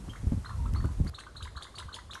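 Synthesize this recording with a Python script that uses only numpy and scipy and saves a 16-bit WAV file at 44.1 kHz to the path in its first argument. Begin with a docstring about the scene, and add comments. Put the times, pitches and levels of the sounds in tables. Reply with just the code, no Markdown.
"""A pheasant twitters over a low rumble as it forages in damp woodland. Its quick peeps, raspy chirps and
soft clucks are whistles that flick up from a resting pitch and back, coloured by the throat and echoed
by the trees; two thin whistles linger. Wind, rubbing and bumps shake the microphone, leaves tick and the
air rustles. Halfway through, the scene cuts with a click to a calmer spot nearer the bird."""
import sys
import numpy as np
from scipy import signal
from scipy.fft import rfft, irfft, next_fast_len
from scipy.io import wavfile
from scipy.ndimage import uniform_filter1d, map_coordinates

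SR = 44100
rng = np.random.default_rng(int(sys.argv[2]) if len(sys.argv) > 2 else 0)


def digitize_waveform(pressure):
    """Quantize a signal to 16-bit integers and store it at the path in sys.argv[1].

    Rows of a 2-D input are taken as channels; values are limited to [-1, 1].
    """
    field = np.atleast_2d(pressure).T
    bounded = np.clip(field, -1, 1)
    quanta = np.round(bounded * 32767).astype(np.int16)
    wavfile.write(sys.argv[1], SR, quanta)


N = 97020
CUT_S = 1.098  # when we move nearer the bird
FAR_ECHO_DB, NEAR_ECHO_DB = -3.5, -5

# The bird's notes. Columns: middle_s, half_length_s, top_pitch_hz, level_db
HIGH_PEEPS = [(.102, 0.012, 3342, -47.5), (1.086, 0.017, 4990, -44), (1.154, .011, 4403, -41),
              (1.373, .012, 4420, -42), (1.574, 0.013, 4510, -43), (1.761, 0.011, 4736, -40.5),
              (1.937, 0.012, 4500, -42.5), (2.119, 0.013, 4243, -41)]
RASPY_CHIRPS = [(1.200, .013, 4370, -41.5), (1.440, 0.016, 5130, -41), (1.636, 0.014, 5045, -40.5),
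                (1.794, 0.011, 4977, -37.5), (1.954, .014, 5116, -38.5), (2.145, 0.011, 5567, -38.5)]
LOW_CLUCKS = [(.139, 0.0043, 2000, -41.5), (.167, .012, 2290, -44), (.451, 0.0041, 2120, -40),
              (.465, 0.0059, 1580, -40.5), (0.498, 0.0044, 1900, -40), (.519, .012, 1397, -41.5),
              (.616, 0.02, 923, -48), (.666, 0.0082, 1380, -41), (.753, 0.0047, 2240, -40),
              (.768, 0.0077, 1344, -40), (0.81, 0.008, 1950, -44), (.851, 0.0082, 1536, -41),
              (.897, 0.0083, 1010, -50), (1.072, 0.0036, 2320, -41), (1.194, 0.0079, 1680, -41.5),
              (1.24, 0.0039, 2340, -43.5), (1.274, 0.006, 1600, -41.5), (1.415, 0.0087, 1696, -43.5),
              (1.464, 0.0063, 1056, -46), (1.481, 0.008, 2220, -43), (1.582, 0.0099, 1740, -40),
              (1.617, 0.0065, 1736, -41.5), (1.658, 0.0046, 1090, -46.5), (1.675, 0.0085, 2200, -45.5),
              (1.800, 0.0066, 1530, -42.5), (1.815, 0.0043, 1000, -46.5), (1.832, 0.0081, 2140, -44),
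              (1.897, 0.01, 1574, -41.5), (1.977, 0.0071, 1015, -44.5), (1.993, 0.0056, 2175, -40.5),
              (2.158, 0.006, 1620, -44), (2.169, 0.0062, 1100, -44.5), (2.184, 0.0067, 2330, -43)]
# How each kind of note rises and falls. Columns: half_lengths_from_middle, share_of_rise, level_db
PEEP_ARCH = [(-1.904, 0, -14), (-1.2, .1, 1), (-1.2, 0.215, 1), (-.92, 0.374, -31), (-.8, .74, -5),
             (-.4, .9, 5), (0.39, 0.98, -1.5), (0.94, 0.71, -13)]
CHIRP_ARCH = [(-1.6, 0.0069, -7), (-1.15, .14, -9), (-.8, .6, 2.5), (-.4, .86, -2), (0.068, 1, -3.5),
              (.45, .88, -2), (.75, 0.22, -4.5), (0.97, 0.126, 3), (1.174, 0.32, -9)]
CLUCK_ARCH = [(-1.54, 0.014, -25.5), (-1.104, 0.13, 2.5), (-.6, 0.549, 4), (-0.435, 0.96, 2.5),
              (0.41, 0.82, -9.5), (1.22, 0.28, -15)]
def pheasant():
    """One voice makes all three kinds of note, each with its own overtones and hoarseness."""
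    peeps = calls(HIGH_PEEPS, PEEP_ARCH, overtone_db=-19, roughness=.22)
    chirps = calls(RASPY_CHIRPS, CHIRP_ARCH, overtone_db=-7, roughness=.5)
    clucks = calls(LOW_CLUCKS, CLUCK_ARCH, overtone_db=-15, roughness=.1)
    return peeps + chirps + clucks


def calls(notes, shape, overtone_db, roughness):
    """Notes echo through the wood; the far ones stop at the cut."""
    far, near = np.zeros((2, N))
    for middle_s, half_s, top_hz, level_db in notes:
        call = amp(level_db) * throat_note(half_s, top_hz, shape, overtone_db, roughness)
        track, echo_db = (far, FAR_ECHO_DB) if middle_s < CUT_S else (near, NEAR_ECHO_DB)
        add(track, middle_s - len(call) / SR / 2, woodland_echo(call, echo_db))
    return far * (clock() < CUT_S) + near


# How the throat and beak boost or soften each pitch. Columns: pitch_hz, gain_db
THROAT_TONE = [(700, 4), (950, 0), (1250, -4), (1700, -6), (2400, -9.5), (3000, -5), (3500, 0.5),
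               (4100, -4.5), (4700, -10.5), (5600, -9.5), (6700, 1), (8000, -5.5), (10000, -4.5),
               (11500, -13)]
def throat_note(half_s, top_hz, shape, overtone_db, roughness, rest_hz=953, rough_rate_hz=706.2):
    """One whistle arches up and back with a hoarse edge, centred in a tenth of a second."""
    t = np.arange(SR // 10) / SR
    position = (t - t.mean()) / half_s
    points, rise, level_db = np.transpose(shape)
    pitch_shake, level_shake = [map_coordinates(row, [t * rough_rate_hz], mode="wrap")
                                for row in rng.standard_normal((2, 256))]
    arch = uniform_filter1d(np.interp(position, points, rise), size=70)
    hz = (rest_hz + (top_hz - rest_hz) * arch) * (1 + 0.086 * roughness * pitch_shake)
    phase = 2 * np.pi * np.cumsum(hz) / SR
    sounding = (position > points[0]) * (position < points[-1])
    loudness = uniform_filter1d(amp(np.interp(position, points, level_db)) * sounding, size=50)
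    tone = amp(along(THROAT_TONE, hz)) * np.sin(phase)
    for k in range(2, 5):  # overtones swell as the pitch rises
        gain_db = along(THROAT_TONE, k * hz) + overtone_db - 4 * (k - 2)
        tone += arch * amp(gain_db) * np.sin(k * phase) * (k * hz < SR / 2)
    throat_gain = amp(along(THROAT_TONE, np.fft.rfftfreq(len(t), 1 / SR)))
    hiss = unit(irfft(rfft(rng.standard_normal(len(t))) * throat_gain))
    rasp = amp(-5) * roughness * hiss * uniform_filter1d(loudness * arch, size=int(.016 * SR))
    return (tone * loudness + rasp) * (1 + roughness * level_shake)


# The bird's lingering whistles. Columns: start_s, pitch_hz, level_db
THIN_WHISTLES = [(.451, 4195, -47.5), (0.754, 4430, -50.5)]
def thin_whistles(rise_s=0.0032, fade_s=.3, scoop=0.236, waver=.3):
    """Pure tones slide up to their pitch and fade unevenly, heard only before the cut."""
    track, t = np.zeros(N), clock()
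    settling = np.exp(-t / rise_s)
    for start_s, pitch_hz, level_db in THIN_WHISTLES:
        phase = 2 * np.pi * np.cumsum(pitch_hz * (1 - scoop * settling)) / SR
        loudness = amp(level_db) * (1 - settling) * fade(t, fade_s) * (1 + waver * wobble(175))
        whistle = loudness * np.sin(phase + 2 * waver * wobble(147))
        add(track, start_s, woodland_echo(whistle, FAR_ECHO_DB))
    return track * (t < CUT_S)


# How long the trees' echo takes to fall by 60 dB. Columns: pitch_hz, fade_s
ECHO_FADE = [(1300, 0.36), (4000, 0.4), (10000, 0.52)]
def woodland_echo(sound, echo_db, ground_db=-5.5, ground_s=0.019):
    """The direct sound, a quick scatter off the ground and a longer echo from the trunks."""
    hz, t, spectrum = signal.stft(rng.standard_normal(SR // 2), SR, nperseg=256)
    trunks = signal.istft(spectrum * fade(t, along(ECHO_FADE, hz)[:, None]), SR, nperseg=256)[1]
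    t = np.arange(len(trunks)) / SR
    ground = rng.standard_normal(len(t)) * np.exp(-t / ground_s)
    echo = amp(echo_db) * trunks / np.linalg.norm(trunks)
    echo += amp(ground_db) * ground / np.linalg.norm(ground)
    echo[0] += 1  # the direct sound
    return signal.fftconvolve(sound, echo)


# How gusts and rubbing swell and sink. Columns: time_s, relative_level_db
WIND_LEVELS = [(0, -49.5), (.1, -40), (.15, -51.5), (.25, -39), (.37, -32.5), (.45, -49.5), (.6, -32.5),
               (.8, -32), (.96, -42), (1.0, -29), (1.08, -34.5), (1.11, -43.5), (1.19, -60), (1.33, -53),
               (1.44, -46), (1.68, -60), (1.85, -48.5), (1.93, -58), (2.1, -50.5), (2.2, -64.5)]
RUB_LEVELS = [(0, -47.5), (.16, -61.5), (.34, -48), (.47, -66), (.56, -68), (.62, -45), (.83, -42),
              (.94, -70), (1.01, -37), (1.07, -43), (1.12, -77)]
# Their deep tone. Columns: pitch_hz, gain_db
WIND_TONE = [(20, -52), (35, -7), (50, -0.5), (68, -2), (100, -6), (140, -16), (220, -27.5), (500, -76)]
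RUB_TONE = [(70, -32), (130, 8.5), (200, 3), (300, -4.5), (420, -15), (600, -25), (1200, -33.5),
            (3000, -92)]
def wind_and_rubbing():
    """Wind buffets the microphone and handling rubs it."""
    return amp(2.5) * rumble(WIND_LEVELS, WIND_TONE) + amp(1.0) * rumble(RUB_LEVELS, RUB_TONE)


def rumble(levels, colour):
    """Low noise, evened out and then made to follow a level curve."""
    raw = noise(colour)
    even = raw / np.sqrt(np.abs(uniform_filter1d(raw * raw, size=1800)) + 1e-6)
    return even * amp(np.interp(clock(), *np.transpose(levels)))


# Camera bumps, then three wind puffs after the cut. Columns: start_s, thud_db, knock_db
BUMPS_AND_PUFFS = [(0.077, -29.5, -32), (0.231, -28, -32.5), (.269, -12, -28), (.320, -20, -20),
                   (0.373, -27.5, -34), (0.732, -17, -46), (0.844, -17.5, -22), (0.899, -28, -39.5),
                   (.998, -13.5, -25.5), (1.049, -21, -33), (1.422, -30.5, -65), (1.561, -30.5, -87),
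                   (1.856, -32.5, -68)]
def bumps_and_puffs(thud_hz=64.4, thud_fade_s=0.12, knock_fade_s=0.094, rise_s=0.0012):
    """A bump is a dull thud with a rough knock; a puff of wind on the microphone is a soft, low thud."""
    thuds, knocks = np.zeros((2, N))
    t = np.arange(SR // 5) / SR
    onset = 1 - np.exp(-t / rise_s)
    for start_s, thud_db, knock_db in BUMPS_AND_PUFFS:
        tone = np.sin(2 * np.pi * thud_hz * rng.lognormal(0, 0.13) * t)
        add(thuds, start_s, amp(thud_db) * onset * fade(t, thud_fade_s) * tone)
        add(knocks, start_s, amp(knock_db) * onset * fade(t, knock_fade_s))
    thuds = filtered(thuds, lambda hz: hz ** 2 / (hz ** 2 + 25 ** 2))  # soften below 25 Hz
    return thuds + knocks * noise(RUB_TONE)


# Four small ticks, then the click at the cut. Columns: start_s, level_db
TICKS_AND_CLICK = [(.737, -38), (.856, -36.5), (0.955, -60), (1.048, -44), (1.096, -39)]
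# Their tone. Columns: pitch_hz, gain_db
TICK_TONE = [(400, 5), (4000, -5), (12000, -3.5)]
def ticks_and_click(fade_s=0.0071):
    """Brief bursts of noise: dry leaves and handling tick, then a sharp click comes as the scene cuts."""
    loudness, t = np.zeros(N), np.arange(SR // 10) / SR
    for start_s, level_db in TICKS_AND_CLICK:
        add(loudness, start_s, amp(level_db) * fade(t, fade_s))
    return loudness * noise(TICK_TONE)


# The tone of the woodland air at each spot. Columns: pitch_hz, gain_db
FAR_AIR_TONE = [(400, 2), (900, -0.5), (1600, -5.5), (2600, -11), (5000, -11.5), (9000, -12), (11500, -17)]
NEAR_AIR_TONE = [(400, 8.5), (900, 2.5), (1600, -4.5), (2600, -9.5), (4000, -5), (5500, -10), (9000, -13),
                 (11500, -18)]
def air(flutter_db=.7):
    """A soft rustling hush, brighter before the cut."""
    far = amp(-55) * noise(FAR_AIR_TONE)
    near = amp(-58.5) * noise(NEAR_AIR_TONE)
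    return np.where(clock() < CUT_S, far, near) * amp(flutter_db * wobble(40.8))


def amp(db):
    """Turn decibels into a multiplier."""
    return 10 ** (np.asarray(db) / 20)


def fade(t, fade_s):
    """Fall by 60 dB every fade_s seconds."""
    return amp(-60 * t / fade_s)


def unit(x):
    """Scale to an average power of 1."""
    return x / np.sqrt(np.mean(x ** 2) + 1e-20)


def along(points, hz):
    """Read between the rows of a (pitch_hz, value) table, on a scale of octaves."""
    pitches, values = np.transpose(points)
    return np.interp(np.log(hz + 1), np.log(pitches + 1), values)


def clock():
    """The time of each sample in seconds."""
    return np.arange(N) / SR


def wobble(rate):
    """A smooth curve through `rate` random points a second."""
    return map_coordinates(rng.standard_normal(8192), [clock() * rate], mode="wrap")


def filtered(x, gain_at):
    """Turn each frequency up or down by gain_at(hz)."""
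    size = next_fast_len(N + 8192)
    return irfft(rfft(x, size) * gain_at(np.fft.rfftfreq(size, 1 / SR)), size)[:N]


def noise(colour):
    """Noise of power 1, shaped by a tone table."""
    return unit(filtered(rng.standard_normal(N), lambda hz: amp(along(colour, hz))))


def add(track, start_s, sound):
    """Mix a sound in from start_s."""
    part = track[max(int(start_s * SR), 0):][:len(sound)]
    part += sound[:len(part)]


def scene():
    """The bird, the low rumble and the wood, in one channel."""
    low = wind_and_rubbing() + bumps_and_puffs()
    return (pheasant() + thin_whistles() + low + ticks_and_click() + air())[None]


def record(dry, top_hz=11900):
    """The camera keeps nothing above top_hz."""
    return filtered(dry[0], lambda hz: hz < top_hz)[None]


dry = scene()
out = record(dry)
digitize_waveform(out)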